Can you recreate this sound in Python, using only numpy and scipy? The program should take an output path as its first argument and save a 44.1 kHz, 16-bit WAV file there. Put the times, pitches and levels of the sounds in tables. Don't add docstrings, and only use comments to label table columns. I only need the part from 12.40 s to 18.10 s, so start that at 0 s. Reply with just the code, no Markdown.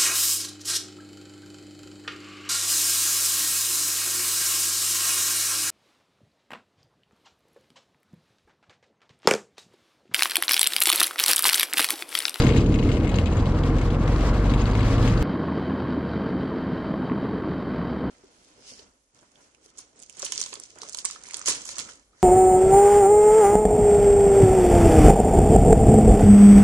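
import sys
import numpy as np
from scipy import signal
from scipy.fft import rfft, irfft, next_fast_len
from scipy.io import wavfile
from scipy.ndimage import uniform_filter1d, map_coordinates

SR = 44100
rng = np.random.default_rng(int(sys.argv[2]) if len(sys.argv) > 2 else 0)


def log_audio(samples):
    frames = np.atleast_2d(samples).T
    limited = np.clip(frames, -1, 1)
    pcm = np.round(limited * 32767).astype(np.int16)
    wavfile.write(sys.argv[1], SR, pcm)


def level_to_linear(level):
    exponent = np.asarray(level, float) / 20
    return 10 ** exponent


N = 251370
SWITCH_S = 2.82653
BLADE_ORDER = 3 / 2 / 2.43
LEFT_RIGHT = np.array([[1], [-1]])


def in_time(rows, t):
    s, *columns = np.transpose(rows)
    return [np.interp(t, s, column) for column in columns]


def at_hz(points, hz, axis=1):
    return np.interp(np.log(hz), np.log(np.array(points)[:, 0]), np.array(points)[:, axis])


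def resonance(hz, centre, width, lift_db):
    return lift_db / (1 + (2 * (hz - centre) / width) ** 2)


def drift(t, per_s):
    knots = rng.standard_normal(400)
    return map_coordinates(knots, [(t - t[0]) * np.clip(per_s, .1, 130)], order=3)


def ring(clicks, hz, t60):
    r, w = level_to_linear(-60 / (t60 * SR)), 2 * np.pi * hz / SR
    return signal.lfilter([0, np.sin(w)], [1, -2 * r * np.cos(w), r * r], clicks + 1e-18)


def turns(hz):
    phase = 2 * np.pi * np.cumsum(hz) / SR
    return phase - phase[-1]


def to_sample(seconds, t):
    return (seconds * SR).astype(int).clip(0, len(t) - 1)


def engine_tones(t, firing, orders, levels_db, waver_db):
    out = 0
    for order, db in zip(orders, levels_db):
        out = out + np.sqrt(2) * level_to_linear(db + waver_db * drift(t, 14)) * np.cos(order * firing)
    return out


def upper_orders(t, firing, orders):
    return sum(level_to_linear(db + 4.5 * drift(t, 4.96)) * np.sin(k * firing + k * k) for k, db in orders)


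# multiple of firing, level in dB away from cabin modes, change in dB per Hz of firing.
REAR_LINES = [(2 / 2, -28, 0.01), (2, -29, 0.088), (5 / 2, -35, -0.12), (3 / 4, -39, 1.2), (4, -45.5, 0.01),
              (5, -44.5, 0.01), (6, -45.5, 0.01), (13 / 2, -49, -0.27), (15 / 2, -44.5, 0.01),
              (2 / 4, -48, 0.8), (3, -47, -0.37)]
# Hz, width in Hz, lift in dB.
CABIN_MODES = [(49, 7.7, 7.5), (57.6, 4, -4), (86.8, 5.2, 3.5), (92.7, 2.8, -14), (112, 13, 4.5),
               (223, 13, 6), (273.3, 12, 9.5), (306.5, 20, 8.5)]
# multiple of firing, level in dB.
REAR_ORDERS = [(3 / 2, -34), (3.4, -37.5), (4, -43.5), (9 / 2, -36), (4.4, -48)]


def rear_tones(t, hz, firing):
    levels_db = []
    for order, db, slope in REAR_LINES:
        cabin_db = sum(resonance(order * hz, *mode) for mode in CABIN_MODES)
        levels_db.append(db + slope * (hz - hz.mean()) + cabin_db)
    steady = engine_tones(t, firing, [row[0] for row in REAR_LINES], levels_db, waver_db=1.14)
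    return steady + upper_orders(t, firing, REAR_ORDERS)


# time in seconds, level in dB.
CATCH = [
    (0, -39),
    (.06, -26),
    (.22, -30.5),
    (.3, -68),
]


def catch_boom(t):
    return level_to_linear(in_time(CATCH, t)[0] + 6) * np.sin(2 * np.pi * 131.5 * t) * (t < CATCH[-1][0])


# multiple of firing, level in dB.
PANEL_ORDERS = [(3 / 2, -52.5), (1.8, -42.5), (5 / 2, -47), (4.3, -47.5), (7 / 2, -41.5), (2.9, -47.5),
                (5.9, -49.5), (6, -47.5)]


def panel_tones(t, firing, firing_db, faster):
    levels_db = [firing_db, -59.5 + 1 * faster, -44.5]
    tones = engine_tones(t, firing, [1, BLADE_ORDER, 4 * BLADE_ORDER], levels_db, waver_db=2.1)
    mount = level_to_linear(-54 - 1 * faster) * np.sin(firing) * LEFT_RIGHT
    return tones + upper_orders(t, firing, PANEL_ORDERS) + mount


def pops(t, rows, gain_db, cycles):
    out = np.zeros(len(t))
    age = np.arange(int(.1 * SR)) / SR
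    for s, db, hz in rows:
        at = int((s - t[0]) * SR)
        height = level_to_linear(db + gain_db - 60 * age * hz / cycles)
        soft_start = 1 - np.exp(-age * hz * 1.9)
        wave = height * np.sin(2 * np.pi * hz * age) * soft_start
        out[at:at + len(age)] += wave[:len(t) - at]
    return out


SLAP_HZ = [122, 487]


def blade_slaps(blade):
    passes = np.flatnonzero(np.diff(np.floor(blade / (2 * np.pi))))
    chance = rng.standard_normal((200, 2))[:len(passes)]
    at = (passes + .0012 * SR * chance[:, 0]).astype(int).clip(0, len(blade) - 1)
    pushes = np.zeros(len(blade))
    pushes[at] = level_to_linear(-13.5 + 2 * chance[:, 1])
    band = signal.butter(2, SLAP_HZ, "band", fs=SR, output="sos")
    return signal.sosfilt(band, pushes) * SR / (2 * np.pi * SLAP_HZ[1])


# start in seconds, peak in dB, pitch in Hz.
KNOCKS = [(2.861, -28, 1080), (3.085, -21.5, 1080), (3.123, -22, 950), (3.183, -24, 1190),
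          (3.451, -25, 1070), (3.499, -25.5, 1080), (4.022, -37, 1080), (4.540, -19, 644),
          (4.542, -30, 1110), (5.572, -31, 1000), (4.628, -24, 900), (4.698, -20, 1090), (4.718, -25, 1190),
          (4.83, -21, 600), (4.855, -27, 1150), (5.037, -26.5, 1120), (5.370, -23, 630), (5.415, -24, 1120),
          (5.640, -21.5, 650)]
# start in seconds, peak in dB, pitch in Hz.
PANEL_TAPS = [(2.941, -19, 635), (3.04, -20, 646), (3.225, -27, 888), (3.306, -22, 1060), (3.351, -22, 665),
              (3.371, -23, 622), (3.403, -21, 767), (3.472, -25, 1160), (3.602, -31, 600),
              (3.706, -24, 673), (3.764, -30, 1200), (3.865, -29, 662), (3.892, -33, 620),
              (4.234, -28, 665), (4.478, -33, 778), (4.519, -32, 1080), (4.677, -22, 764), (4.74, -35, 746),
              (4.975, -24, 705), (5.086, -28, 640), (5.189, -26, 630), (5.392, -22, 626), (5.528, -24, 760),
              (5.617, -30, 630)]


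def airframe_knocks(t):
    out = np.zeros(len(t))
    for s, db, hz in [*KNOCKS, *[(s, db - 2, hz) for s, db, hz in PANEL_TAPS]]:
        click = level_to_linear(db - 4.0) * (np.arange(len(t)) == int((s - t[0]) * SR))
        out += ring(click, hz, 0.031)
        out += 0.6 * ring(click, 1.6 * hz, 0.011)
        out += 0.081 * ring(click, 2.2 * hz, 0.0071)
    return out


CRACK_HZ = [1900, 13370]


def crack(clicks):
    burst = rng.standard_normal(400) * np.exp(-np.arange(400) / SR / 0.0014)
    snaps = signal.fftconvolve(clicks, burst[None], axes=1)[:, :clicks.shape[1]]
    band = signal.butter(4, CRACK_HZ, "band", fs=SR, output="sos")
    return level_to_linear(3.5) * signal.sosfilt(band, snaps)


# start in seconds, peak in dB, centre in Hz.
LATCH_RATTLES = [(0.0198, -22, 2110), (0.037, -18, 2160), (0.0674, -16.5, 2100), (0.091, -17.5, 2160),
                 (0.111, -25, 2300), (.134, -25, 2920), (.162, -16.5, 2120), (0.1868, -21, 2160),
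                 (.261, -30, 2890), (.3222, -35, 2510), (0.342, -21.5, 2070), (0.3887, -22, 2900),
                 (.427, -25, 2170), (0.449, -26.5, 2110), (0.489, -24.5, 2110), (0.5163, -25, 2830),
                 (0.539, -27, 2100), (0.5692, -24.5, 2070), (0.646, -27, 2120), (0.6717, -22.5, 2140),
                 (0.693, -24, 2610), (0.7427, -22, 2560), (0.7864, -20.5, 2630), (0.8293, -30, 2230),
                 (0.8587, -22.5, 2500), (.9244, -30, 2940), (0.9685, -25.5, 2090), (2.138, -20, 2100),
                 (2.4055, -23, 2170), (2.677, -21, 2690)]
# start in seconds, peak in dB, centre in Hz.
AHEAD_RATTLES = [(.0003, -11.5, 4550), (0.0212, -13, 4460), (0.083, -31, 3830), (0.174, -19, 3150),
                 (0.756, -24, 4500), (1.057, -23.5, 3170), (1.148, -28, 3240), (1.2354, -23, 3060),
                 (1.385, -21.5, 2110), (1.4136, -20.5, 2260), (1.503, -26, 3130), (1.5464, -27, 2160),
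                 (1.6117, -30, 2280), (1.677, -19, 2120), (1.7617, -21, 4940), (1.782, -19.5, 2080),
                 (1.94, -20, 2080), (2.0522, -24, 2170), (2.0962, -19.5, 4000), (2.177, -23.5, 3780),
                 (2.2097, -22, 3030), (2.256, -21, 3890), (2.3124, -25, 3110), (2.334, -21.5, 4000),
                 (2.3524, -17, 2110), (2.392, -24, 3130), (2.43, -23, 4070), (2.483, -26, 3130),
                 (2.556, -26, 4550), (2.61, -34, 3130), (2.6265, -23, 3930)]
# start in seconds, peak in dB, centre in Hz.
FAINT_RATTLES = [(0.052, -22, 2150), (0.101, -22, 2150), (0.123, -25, 2150), (0.146, -31, 3900),
                 (0.2204, -32, 2100), (0.3564, -23, 2000), (0.433, -31, 2090), (0.4714, -32, 2200),
                 (0.5014, -30.5, 2170), (0.547, -29, 2860), (0.6014, -27, 2110), (0.6325, -29, 2140),
                 (0.7166, -27, 2650), (0.7616, -26, 2140), (0.7964, -27, 2200), (0.8714, -22, 2060),
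                 (0.9824, -30, 2090), (1.1223, -40, 3140), (1.479, -31, 2080), (1.656, -31, 3110),
                 (1.8097, -28, 2660), (1.8694, -37, 2120), (1.9915, -35, 2060), (2.193, -26, 3900),
                 (2.417, -28, 3900), (2.568, -34, 3900), (2.0672, -29, 2600), (2.113, -25, 2150),
                 (2.271, -24.5, 2130), (2.376, -39, 2090), (2.4464, -27.5, 2110), (2.525, -32.5, 3100),
                 (2.581, -26, 2660), (2.698, -27, 2160), (0.306, -40, 2090), (0.4976, -31, 2900),
                 (1.299, -32, 2100), (2.7235, -23, 2110), (2.7747, -27, 3870)]
# Hz, level in dB, seconds to fall by 60 dB.
FITTINGS = [(2160, -6.5, 0.024), (2500, -14.5, 0.034), (2560, -21, 0.15), (2800, -3, 0.013),
            (3110, -2.5, 0.0075), (3430, -2.5, 0.0074), (3930, -3, 0.016), (4460, -7.5, 0.023),
            (4830, -10, 0.029), (5500, -8, 0.0075), (6200, -12.5, 0.017), (6720, -8.5, 0.0066),
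            (6880, -17, 0.014), (7640, -10.5, 0.017), (8260, -18, 0.014)]
# Hz, left minus right in dB.
FITTING_LEAN = [(2100, 5.5), (2900, 4), (3900, -0.5), (4500, 3), (5600, -12), (6800, -1), (7600, -4),
                (8300, 2)]


def rattles(t, cycle, shake_db):
    # left minus right in dB, brightness of the upper modes in dB
    rows = [(*row, 13, -12) for row in LATCH_RATTLES]
    rows += [(*row, 0.5, -15) for row in AHEAD_RATTLES]
    rows += [(s, db + 2.5, hz, 4, -16.5) for s, db, hz in FAINT_RATTLES]
    start, peak_db, centre, pan_db, bright_db = np.array(rows).T
    chance = rng.standard_normal((len(rows), len(FITTINGS) + 1, 8, 3))

    gaps = np.abs(chance[:, -1, :, 0]) * 0.0028 * (np.arange(8) > 0)
    late = np.cumsum(gaps, axis=1)
    at = to_sample(start[:, None] + late, t)
    fading = level_to_linear(-650 * late + 2 * (late == 0))

    crowd = 220 * np.exp(1.4 * np.cos(cycle) + 0.57 * np.cos(4 * cycle) + 0.57 * drift(t, 13))
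    small_db = 3.1 * np.minimum(rng.exponential(1, len(t)), 3.5) + shake_db - 5.0
    small = (rng.random(len(t)) < crowd / SR) * level_to_linear(small_db)

    out = np.zeros((2, len(t)))
    for k, (hz, level_db, t60) in enumerate(FITTINGS):
        alike = .85 if hz < 5200 else .1
        apart = np.sqrt(1 - alike ** 2)
        shared, left, right = rng.standard_normal((3, len(t)))
        clicks = small * (alike * shared + apart * np.array([left, right]))
        near_db = -10 * np.abs(np.log2(hz / centre)) if hz < 5200 else bright_db + 6
        common = (np.sign(chance[:, k, :, 2]) + 0.25 * chance[:, k, :, 2]) * 0.7
        for channel, sign in enumerate([1, -1]):
            size = level_to_linear(peak_db + near_db + sign * pan_db / 2 - 11.0)[:, None] * fading
            np.add.at(clicks[channel], at, size * (alike * common + apart * chance[:, k, :, channel]))
        lean = at_hz(FITTING_LEAN, hz) / 2 * LEFT_RIGHT
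        out += level_to_linear(level_db + lean) * ring(clicks, hz, t60)
    clicks[:, at[:, 0]] += level_to_linear(peak_db - 19 + pan_db / 2 * LEFT_RIGHT)
    return out + level_to_linear(-21.5) * crack(clicks)


# start in seconds, peak in dB.
BUZZES = [(0.0385, -33), (0.0777, -35), (0.175, -37), (0.2204, -50), (0.2613, -44), (0.2872, -49),
          (0.3222, -50), (0.3416, -39), (0.3815, -48), (0.394, -47.5), (0.4274, -45.5), (0.4718, -53),
          (0.5212, -41), (0.634, -50), (0.6729, -48), (0.6913, -40), (0.7552, -36), (0.7861, -46),
          (0.8425, -52), (0.8584, -50), (0.9118, -49), (0.9273, -46), (0.9695, -39), (1.0126, -55),
          (1.1568, -59), (1.385, -42), (1.4152, -48), (1.4855, -57), (1.505, -52), (1.5943, -50),
          (1.6392, -55), (1.6766, -53), (1.7235, -54), (1.7674, -50), (1.8093, -51), (1.8522, -49),
          (2.0527, -52), (2.0647, -51), (2.1026, -47), (2.1405, -49), (2.1844, -50), (2.209, -36),
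          (2.2628, -46), (2.3126, -44), (2.3516, -48), (2.3925, -53), (2.4947, -58), (2.6784, -40),
          (2.7222, -47), (2.7741, -47)]
BUZZ_HZ = [6600, 6980]


def buzzes(t):
    rows, out = np.array(BUZZES), 0
    chance = rng.standard_normal((len(rows), 3, 4))
    late = np.cumsum(np.abs(chance[:, 2]) * 0.0022, axis=1)
    at = to_sample(rows[:, :1] + late - .001, t)
    for k, hz in enumerate(BUZZ_HZ):
        clicks = np.zeros(len(t))
        np.add.at(clicks, at, level_to_linear(rows[:, 1:] - 3) * np.sign(chance[:, k]))
        out = out + ring(clicks, hz, t60=0.017)
    return out * level_to_linear(6.5 / 2 * LEFT_RIGHT) * LEFT_RIGHT


def half_octave(hz, centre):
    return np.cos(np.pi * np.clip(np.log2(hz / centre), -.5, .5)) ** 2


ROAR_CENTRES_HZ = [150, 350, 1050, 4000]


def roar(t, levels_db, colour, peaks, likeness, throb, beats, patchy_db):
    size = next_fast_len(len(t))
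    hz = np.maximum(np.arange(size // 2 + 1) * SR / size, 1)
    shape_db = at_hz(colour, hz) + sum(resonance(hz, *peak) for peak in peaks)
    mid, side = rfft(rng.standard_normal((2, size))) * level_to_linear(shape_db) * (hz > 12)
    alike = np.clip(at_hz(likeness, hz), -.99, 1)
    pair = np.sqrt(1 + alike) * mid + np.sqrt(1 - alike) * side * LEFT_RIGHT

    boom = (hz > 200) & (hz < 600)
    pair = pair / np.std(irfft(pair[0] * boom, size))
    swing_db = np.array([db - np.mean(db) for db in levels_db]) + np.mean(levels_db[1])

    out, gust = 0, drift(t, 26.01)
    for centre in 10 * 2 ** np.arange(0, 11, .5):
        place = np.interp(np.log(centre), np.log(ROAR_CENTRES_HZ), range(4))
        below = min(int(place), 2)
        level_db = swing_db[below] + (place - below) * (swing_db[below + 1] - swing_db[below])
        pump = sum(at_hz(throb, centre, axis=k + 1) * np.cos(beat) for k, beat in enumerate(beats))
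        gust_share = min(centre / 2200, 1.9)
        patches_db = patchy_db * (gust_share * gust + 0.61 * drift(t, 29.84))
        band = irfft(pair * half_octave(hz, centre), size)[:, :len(t)]
        out = out + level_to_linear(level_db + patches_db) * np.exp(pump) * band
    return out


# level in dB, dB per dB of shaking, dB of starting surge, dB per Hz of firing.
REAR_LAW = [(-27, 0.15, 4.5, 0.13), (-28.5, 0.21, 5.5, 0), (-38, 0.8, -4.5, 0.19), (-51, 1.16, 1.4, 0.4654)]
# Hz, level in dB per Hz.
REAR_COLOUR = [(18, -11.5), (48, -6.5), (101, -4), (178, -9), (313, -10.5), (371, -15.5), (600, -19),
               (819, -25), (1290, -28), (3180, -40), (7640, -49.5), (9000, -56), (12800, -64.5),
               (15500, -71.5)]
# Hz, width in Hz, lift in dB.
REAR_PEAKS = [(139.7, 21, 3), (209, 23, 1.5), (256, 18, 4), (315, 12, 3.5), (470, 36, 7), (1090, 260, 4.5),
              (4640, 870, 1.5)]
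# Hz, likeness from -1 to 1.
REAR_LIKENESS = [(60, 0.97), (130, 1.0), (290, 0.99), (640, 0.95), (1410, 0.9), (3100, 0.57), (6820, -0.64),
                 (15000, 0.19)]
# Hz, depth by firing, by blade, by full four-stroke cycle.
REAR_THROB = [(101, 0.017, 0.056, 0.03), (980, 0.078, 0.073, 0.032), (4940, 0.037, 0.062, 0.069)]


def rear_air(t, hz, shake_db, beats):
    surge = 1 / (1 + (t / 0.67) ** 5.5)
    shaking, faster = shake_db - shake_db.mean(), hz - hz.mean()
    levels_db = [db + a * shaking + b * surge + c * faster for db, a, b, c in REAR_LAW]
    return roar(t, levels_db, REAR_COLOUR, REAR_PEAKS, REAR_LIKENESS, REAR_THROB, beats, patchy_db=1.5)


# level in dB, dB per Hz of firing.
PANEL_LAW = [(-33, 0.2), (-31.5, 0.25), (-47, 0.15), (-60, 0.33)]
# Hz, level in dB per Hz.
PANEL_COLOUR = [(18, -22), (40, -23), (65, -11), (110, -5.5), (200, 2), (300, -3.5), (450, -7), (650, -15),
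                (1200, -17), (2000, -25), (2700, -37), (4500, -42), (5800, -55), (9000, -76)]
# Hz, width in Hz, lift in dB.
PANEL_PEAKS = [(260, 16, 5), (309.4, 33, 5), (642, 9.2, 13), (930, 54, 3.5), (1080, 65, 5.5),
               (1550, 180, 4), (3110, 240, 13), (3830, 100, 9.5), (4020, 110, 6.5), (4575, 330, 10),
               (5080, 250, 5)]
# Hz, likeness from -1 to 1.
PANEL_LIKENESS = [(30, 0.64), (70, 1), (140, 1), (15000, 1)]
# Hz, depth by crank, by blade, by twice the blade rate.
PANEL_THROB = [(100, 0.054, 0.37, 0.03), (400, 0.045, 0.23, 0.081), (2500, 0.095, 0.11, 0.14)]


def panel_air(t, faster, beats):
    levels_db = [db + slope * faster for db, slope in PANEL_LAW]
    return roar(t, levels_db, PANEL_COLOUR, PANEL_PEAKS, PANEL_LIKENESS, PANEL_THROB, beats, patchy_db=0.7)


# Hz, left minus right in dB.
REAR_BALANCE = [(60, 0.5), (110, 0), (200, 0), (380, 0.5), (700, 0.5), (1290, 3), (2380, 2), (4400, 1),
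                (8120, -2), (15000, 2)]
# Hz, phase in radians.
REAR_LEAD = [(60, 0), (400, -0.028), (1000, -0.32), (1810, -0.62), (2670, -1.66), (3880, 0.92),
             (5680, -0.75), (15000, -1.0)]


def two_ports(sound, t):
    hz = np.maximum(np.arange(len(t) // 2 + 1) * SR / len(t), 1)
    balance = level_to_linear(at_hz(REAR_BALANCE, hz) / 2 * LEFT_RIGHT)
    lead = np.exp(.5j * at_hz(REAR_LEAD, hz) * LEFT_RIGHT)
    return irfft(rfft(sound) * balance * lead, len(t))


# low edge in Hz, high edge in Hz, rarity (higher is more often off).
RAGGED = [(9000, 9250, -1.3), (9400, 9650, -1.2), (9950, 10200, -1.0), (10400, 10650, -.8),
          (10850, 11100, -.7), (11450, 11700, -.7), (11800, 12050, -.7), (12350, 12600, -.6),
          (12900, 13400, -.2), (13400, 14000, .1), (14000, 14700, .4), (14700, 16500, 1.0)]


def ragged_top(sound, t):
    hz, spectrum = np.arange(len(t) // 2 + 1) * SR / len(t), rfft(sound)
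    frame_s = 1024 / 48000
    t = t // frame_s * frame_s
    together = drift(t, 22.0)
    for low_hz, high_hz, rarity in RAGGED:
        off = .55 * together + .85 * drift(t, 32.0) < rarity
        lost = uniform_filter1d(1.0 * off, size=200)
        sound = sound - lost * irfft(spectrum * ((hz >= low_hz) & (hz < high_hz)), len(t))
    return sound


# time in seconds, firing rate in Hz, shaking of the airframe in dB.
REAR_ENGINE = [(0.0, 30.9, -35.5), (.07, 33.05, -41), (.18, 34.12, -45.5), (.27, 36.64, -52),
               (.35, 37.93, -50.5), (.54, 41.14, -50), (.62, 41.26, -53), (.72, 41.88, -50.5),
               (1.15, 44.07, -51), (1.52, 44.41, -52), (1.67, 46.11, -49.5), (1.97, 47.55, -49.5),
               (2.22, 50.6, -50.5), (2.46, 54.18, -51.5), (2.69, 56.26, -51.5), (2.82, 58.17, -52)]
# start in seconds, peak in dB, pitch in Hz.
REAR_POPS = [(0.102, -11, 169), (0.305, -9, 227), (0.345, -4.5, 176), (0.474, -8, 224), (0.537, -13, 179),
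             (0.645, -4.5, 280), (0.685, -14, 208), (0.765, -19, 305), (1.144, -19, 174), (1.59, -10, 254),
             (1.808, -7, 271), (2.116, -9, 224), (2.153, -18, 252), (2.196, -23, 310), (2.585, -22, 185),
             (2.642, -10, 226), (2.704, -9, 173), (2.761, -12, 206)]


def behind_seats(t):
    hz, shake_db = in_time(REAR_ENGINE, t)
    firing = turns(hz)
    cycle = firing / 4 + 1.6
    sound = rear_tones(t, hz, firing) + catch_boom(t)
    sound = sound + pops(t, REAR_POPS, gain_db=-4.5, cycles=13.6)
    sound = sound + rattles(t, cycle, shake_db) + buzzes(t)
    sound = sound + rear_air(t, hz, shake_db, [firing, BLADE_ORDER * firing, cycle])
    top_cut = signal.butter(4, 15500, fs=SR, output="sos")
    return ragged_top(two_ports(signal.sosfilt(top_cut, sound), t), t)


# time in seconds, firing rate in Hz, level of the firing tone in dB.
PANEL_ENGINE = [(2.83, 81.86, -42), (3.1, 79.84, -39), (3.5, 78.18, -40.5), (3.75, 76.63, -37.5),
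                (4.2, 74.9, -44.5), (4.5, 73.2, -46.5), (4.85, 72.77, -52), (5.1, 72.13, -42.5),
                (5.7, 71.57, -41)]
# start in seconds, peak in dB, pitch in Hz.
PANEL_POPS = [(2.895, -10.5, 202), (2.937, -10.5, 248), (2.977, -23, 298), (3.061, -24.5, 199),
              (3.117, -24, 161), (3.223, -29, 160), (3.222, -9.5, 254), (3.285, -13, 200),
              (3.335, -12.5, 256), (3.407, -26, 199), (3.485, -10.5, 245), (3.537, -11.5, 231),
              (3.575, -9, 272), (3.607, -18, 174), (3.761, -12.5, 191), (3.799, -14, 185), (3.91, -22, 266),
              (3.949, -13.5, 298), (3.995, -20, 163), (4.09, -10.5, 256), (4.284, -19, 250),
              (4.326, -14, 170), (4.375, -25, 256), (4.477, -15, 240), (4.505, -15, 173), (4.632, -13, 240),
              (4.714, -11, 248), (4.759, -17, 191), (4.824, -20.5, 248), (4.853, -13, 248),
              (4.95, -25, 234), (4.977, -27, 210), (5.004, -19, 278), (5.045, -18, 269),
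              (5.102, -17.5, 180), (5.144, -24, 203), (5.18, -30, 288), (5.246, -23, 227),
              (5.273, -16, 285), (5.387, -16.5, 170), (5.448, -21, 159), (5.467, -25, 207),
              (5.564, -26, 204), (5.635, -26, 230), (5.659, -20, 196)]


def on_panel(t):
    hz, firing_db = in_time(PANEL_ENGINE, t)
    firing, faster = turns(hz), hz - hz.mean()
    blade = BLADE_ORDER * firing
    sound = panel_tones(t, firing, firing_db, faster)
    sound = sound + pops(t, PANEL_POPS, gain_db=-2.5, cycles=14.5)
    housing = signal.butter(6, 3200, fs=SR, output="sos")
    sound = sound + signal.sosfilt(housing, blade_slaps(blade + 4.3) + airframe_knocks(t))
    return sound + panel_air(t, faster, [firing / 2, blade, 2 * blade])


def scene():
    t, switch = np.arange(N) / SR, int(SWITCH_S * SR) // 2 * 2
    rear = behind_seats(t[:switch])
    crest = np.exp((t[:switch] - t[switch - 1]) / .002)
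    rear = rear + (.18 - rear[:, -1:]) * crest
    fade_in = np.clip((t[switch:] - SWITCH_S) / 0.0018, 0, 1)
    out = np.hstack([rear, on_panel(t[switch:]) * fade_in])
    out[:, switch - 1] = (out[:, switch - 2] + out[:, switch]) / 2
    tick = int(2.832 * SR)
    out[:, tick:tick + 2] += level_to_linear(-38.5) * np.array([1, -1])
    return out * np.clip((t[-1] - t) / .002, 0, 1)


def roll_off(x):
    return signal.sosfilt(signal.butter(12, 15710, fs=SR, output="sos"), x)


def record(dry):
    soften = signal.butter(1, 13000, fs=SR, output="sos")
    hiss = signal.sosfilt(soften, rng.standard_normal(dry.shape))
    hiss = hiss * (np.arange(N) > SWITCH_S * SR)
    return roll_off(dry + level_to_linear(-71.5) * hiss)


dry = scene()
out = record(dry)
log_audio(out)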